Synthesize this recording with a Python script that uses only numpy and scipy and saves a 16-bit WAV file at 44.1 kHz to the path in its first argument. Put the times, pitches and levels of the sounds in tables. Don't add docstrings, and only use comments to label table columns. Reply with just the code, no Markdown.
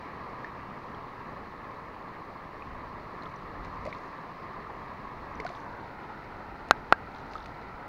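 import sys
import numpy as np
from scipy import signal
from scipy.fft import rfft, irfft
from scipy.io import wavfile
from scipy.ndimage import uniform_filter1d

SR = 44100
rng = np.random.default_rng(int(sys.argv[2]) if len(sys.argv) > 2 else 0)


def to_wav(s):
    ch = np.atleast_2d(s).T
    pcm = np.round(np.clip(ch, -1, 1) * 32767)
    wavfile.write(sys.argv[1], SR, pcm.astype(np.int16))


N = 347508
TIME = np.arange(N) / SR


def rush(level_db=-43, patchy_db=1.02, flicker_db=-0.37):
    # frequency_hz, level_db
    roar_spectrum = [(20, -4.5), (70, -2), (160, 0), (400, -2.5), (650, -3), (1050, 0.5), (1450, -7),
                     (2000, -9), (2600, -19), (3400, -28), (4200, -24), (5500, -35), (6600, -41),
                     (8000, -47.5), (16000, -78)]
    # frequency_hz, share
    reflection = [(400, 0.041), (750, 0.14), (1100, 0.55), (1500, 0.56), (1900, 0.025), (3000, 0.027)]
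    # time_s, level_db
    current = [(0, 1.5), (2.1, -0.75), (3.5, 0.76), (7.88, -.1)]
    frame, hop = 1024, 256
    hz, t = np.fft.rfftfreq(frame, 1 / SR), np.arange(N // hop + 5) * hop / SR
    shape = len(t), len(hz)
    noise = rng.standard_normal(shape) + 1j * rng.standard_normal(shape)
    churn_db = patchy_db * patches(shape, size=(8, 10)) + flicker_db * patches(shape, size=(5, 120))
    delay = np.exp(-2j * np.pi * np.outer(reflection_lag(t), hz))
    comb = abs(1 - spectrum(reflection, hz) * delay)
    noise *= comb * amp(spectrum(roar_spectrum, hz) + churn_db)
    roar = signal.istft(noise.T, nperseg=frame, noverlap=frame - hop)[1][:N]
    return amp(level_db + curve(current, TIME)) * unit(roar)


def reflection_lag(t, tilt_at_s=5.7, tilt_takes_s=0.5, before_s=0.001338, after_s=0.00181):
    tilted = 0.5 + 0.5 * np.tanh((t - tilt_at_s) / (tilt_takes_s / 2))
    return before_s + (after_s - before_s) * tilted


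def drips(deep_t60_at_1khz_s=0.043, ring_slope=0.59, climb_octaves=1.76):
    # start_s, pitch_hz, level_db, rise_octaves_per_s
    bubbles = [(.445, 1770, -27, 5), (.947, 3120, -44, 33), (2.622, 2390, -35.5, 27),
               (3.223, 4050, -41, 20), (3.257, 3200, -41, 54), (3.267, 1100, -28, 55),
               (3.361, 5800, -51, 10), (3.857, 517, -24, 21), (3.874, 563, -21.5, 23),
               (3.927, 2070, -26.5, 46), (5.354, 5900, -49.5, 5), (5.399, 377, -27.5, 30),
               (5.4005, 1900, -23, 95), (5.4505, 680, -21, 10), (5.465, 1460, -27.5, 5),
               (5.502, 676, -30.5, 5), (7.354, 1256, -24.5, 3.5)]
    out = np.zeros(N)
    for s, hz, db, rise in bubbles:
        deep_t60 = deep_t60_at_1khz_s * (1000 / hz) ** ring_slope
        t60 = 1 / (1 / deep_t60 + rise / climb_octaves)
        add(out, s, amp(db) * bubble(hz, t60, rise))
    return out


def splashes(slap_db=-5, slap_t60_s=0.019, tick_db=7, spray_db=-9, droplets_db=-7, droplets_per_s=130):
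    # start_s, level_db
    drops = [(.446, -47), (0.948, -48), (3.234, -42), (3.648, -43), (3.853, -38), (3.865, -39),
             (5.402, -33.5), (5.448, -39), (5.4655, -34), (5.491, -39), (6.687, -41), (7.335, -39),
             (7.353, -43), (7.459, -37)]
    # frequency_hz, level_db
    wet_spectrum = [(300, -22), (1500, 5.5), (2300, 11.5), (3200, -1), (4300, 5), (6300, -7.5), (8000, -7),
                    (9300, -15), (12000, -31), (16000, -35)]
    t, stirred = np.arange(SR // 20) / SR, stir()
    strengths = amp(3.5 * np.minimum(rng.exponential(1, N), 3))
    droplets = strengths * (rng.random(N) < droplets_per_s / SR)
    ticks = amp(droplets_db) * stirred * unit(droplets)
    spray_envelope = amp(spray_db) * stirred
    for s, db in drops:
        add(spray_envelope, s, amp(db + slap_db) * np.exp(-np.log(1000) * t / slap_t60_s))
        add(ticks, s, amp([db + tick_db]))
    return colour(ticks + spray_envelope * rng.standard_normal(N), wet_spectrum)


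def knocks(contact_s=0.0011, low_cut_hz=160):
    # start_s, level_db
    blows = [(6.71, -1.5), (6.9247, 0)]
    # pitch_hz, t60_s, first_blow_db, second_blow_db
    housing = [(420, 0.0039, -1.5, 1), (842, 0.0048, 15.5, 15.5), (1180, 0.0059, 14.5, 13.5),
               (1358, 0.011, 5, 5), (1476, 0.027, -11, -23), (1600, 0.059, -20, -21),
               (1840, 0.0088, -2, -2), (2420, 0.0075, -2, -3), (2650, 0.02, -28, -27),
               (3840, 0.002, 17, -26), (4110, 0.0076, -15, -13), (6380, 0.0032, -0.5, -16),
               (8895, 0.0033, -16, -14), (11500, .0023, -18, -25)]
    t, out = np.arange(SR // 10) / SR, np.zeros(N)
    hz, t60, *spots_db = np.transpose(housing)
    modes = np.sin(2 * np.pi * hz[:, None] * t) * np.exp(-np.log(1000) * t / t60[:, None])
    build_up = 1 - np.exp(-t / contact_s)
    for (s, db), spot_db in zip(blows, spots_db):
        add(out, s, amp(db + spot_db) @ modes * build_up)
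    return signal.sosfilt(signal.butter(2, low_cut_hz, "high", fs=SR, output="sos"), out)


def babble(level_db=-57):
    return amp(level_db) * bubble_cloud(
        per_s=170, low_hz=802, high_hz=2296, spread_db=3.2, ring_cycles=20, rise=10, tilt=0.84)


def fizz(gain_db=-1):
    cloud = bubble_cloud(
        per_s=700, low_hz=3420, high_hz=9900, spread_db=5.5, ring_cycles=14, rise=25, tilt=2.3)
    return amp(gain_db) * stir() * cloud


def stir(rise_s=0.047, fade_db_per_s=49, rest_db=-76.5):
    # start_s, level_db
    wavelets = [(3.19, -69), (3.6, -65), (3.85, -59.5), (5.44, -59.5), (7.1, -63.5), (7.28, -60.5)]
    power = amp(rest_db) ** 2
    for s, db in wavelets:
        age = TIME - s
        settled_db = fade_db_per_s * np.maximum(age - rise_s, 0)
        power += (np.clip(age / rise_s, 0, 1) * amp(db - settled_db)) ** 2
    return np.sqrt(power)


def breeze(calm_db=-63.5, lumpy_db=2):
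    # crest_s, length_s, level_db
    gusts = [(2.8, 0.52, -49), (3.677, 0.47, -45), (5.15, 0.73, -50.5), (7.05, 2, -52)]
    lumps = unit(lowpass(rng.standard_normal(N), hz=7.4, order=2))
    eddies = colour(rng.standard_normal(N),
                    [(8, -15), (35, 0), (90, -3), (220, -17), (900, -55), (4000, -90)])
    power = sum(amp(db) ** 2 * np.exp(-2 * ((TIME - s) / (length / 2)) ** 2) for s, length, db in gusts)
    return np.sqrt(amp(calm_db) ** 2 + power) * unit(eddies * amp(lumpy_db * lumps))


def bubble(hz, t60, rise, swell_cycles=0.88):
    t = np.arange(int(t60 * SR) + 2) / SR
    cycles = np.cumsum(hz * 2 ** (rise * t)) / SR
    swell = 1 - np.exp(-cycles / swell_cycles)
    return np.sin(2 * np.pi * cycles) * swell * np.exp(-np.log(1000) * t / t60)


def bubble_cloud(per_s, low_hz, high_hz, spread_db, ring_cycles, rise, tilt):
    out = np.zeros(N)
    for when, smallness, chance in rng.random((int(per_s * N / SR), 3)):
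        hz = low_hz * (high_hz / low_hz) ** smallness
        strength = amp(spread_db * min(-np.log(1 - chance), 3)) * (low_hz / hz) ** tilt
        add(out, when * N / SR, strength * bubble(hz, ring_cycles / hz, rise))
    return unit(out)


def amp(db):
    return 10 ** (np.asarray(db) / 20)


def unit(x):
    return x / np.sqrt(np.mean(x ** 2) + 1e-20)


def curve(rows, t):
    return np.interp(t, *np.transpose(rows))


def spectrum(rows, hz):
    f, value = np.transpose(rows)
    return np.interp(np.log(hz + 1), np.log(f + 1), value)


def colour(x, rows):
    gain = unit(amp(spectrum(rows, np.fft.rfftfreq(N, 1 / SR))))
    return irfft(rfft(x) * gain, N)


def lowpass(x, hz, order):
    return signal.sosfilt(signal.butter(order, hz, fs=SR, output="sos"), x)


def add(mix, s, sound):
    part = mix[max(round(s * SR), 0):][:len(sound)]
    part += sound[:len(part)]


def patches(shape, size):
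    smooth_in_time = uniform_filter1d(rng.standard_normal(shape), size[0], 0)
    return unit(uniform_filter1d(smooth_in_time, size[1], 1))


def scene():
    return (rush() + babble() + drips() + fizz() + splashes() + breeze() + knocks())[None]


def record(dry, treble_dip_hz=8100, dip_width_hz=2400, hiss_db=-76.5, band_edge_hz=15800):
    # frequency_hz, level_db
    hiss_spectrum = [(8000, 0.5), (12000, -1), (15500, 2.5)]
    treble_dip = signal.iirnotch(treble_dip_hz, treble_dip_hz / dip_width_hz, fs=SR)
    heard = signal.lfilter(*treble_dip, np.tanh(dry))
    heard += amp(hiss_db) * colour(rng.standard_normal(N), hiss_spectrum)
    band_limit = signal.firwin(511, band_edge_hz, window=("kaiser", 9), fs=SR)
    return signal.oaconvolve(heard, band_limit[None], "same")


dry = scene()
out = record(dry)
to_wav(out)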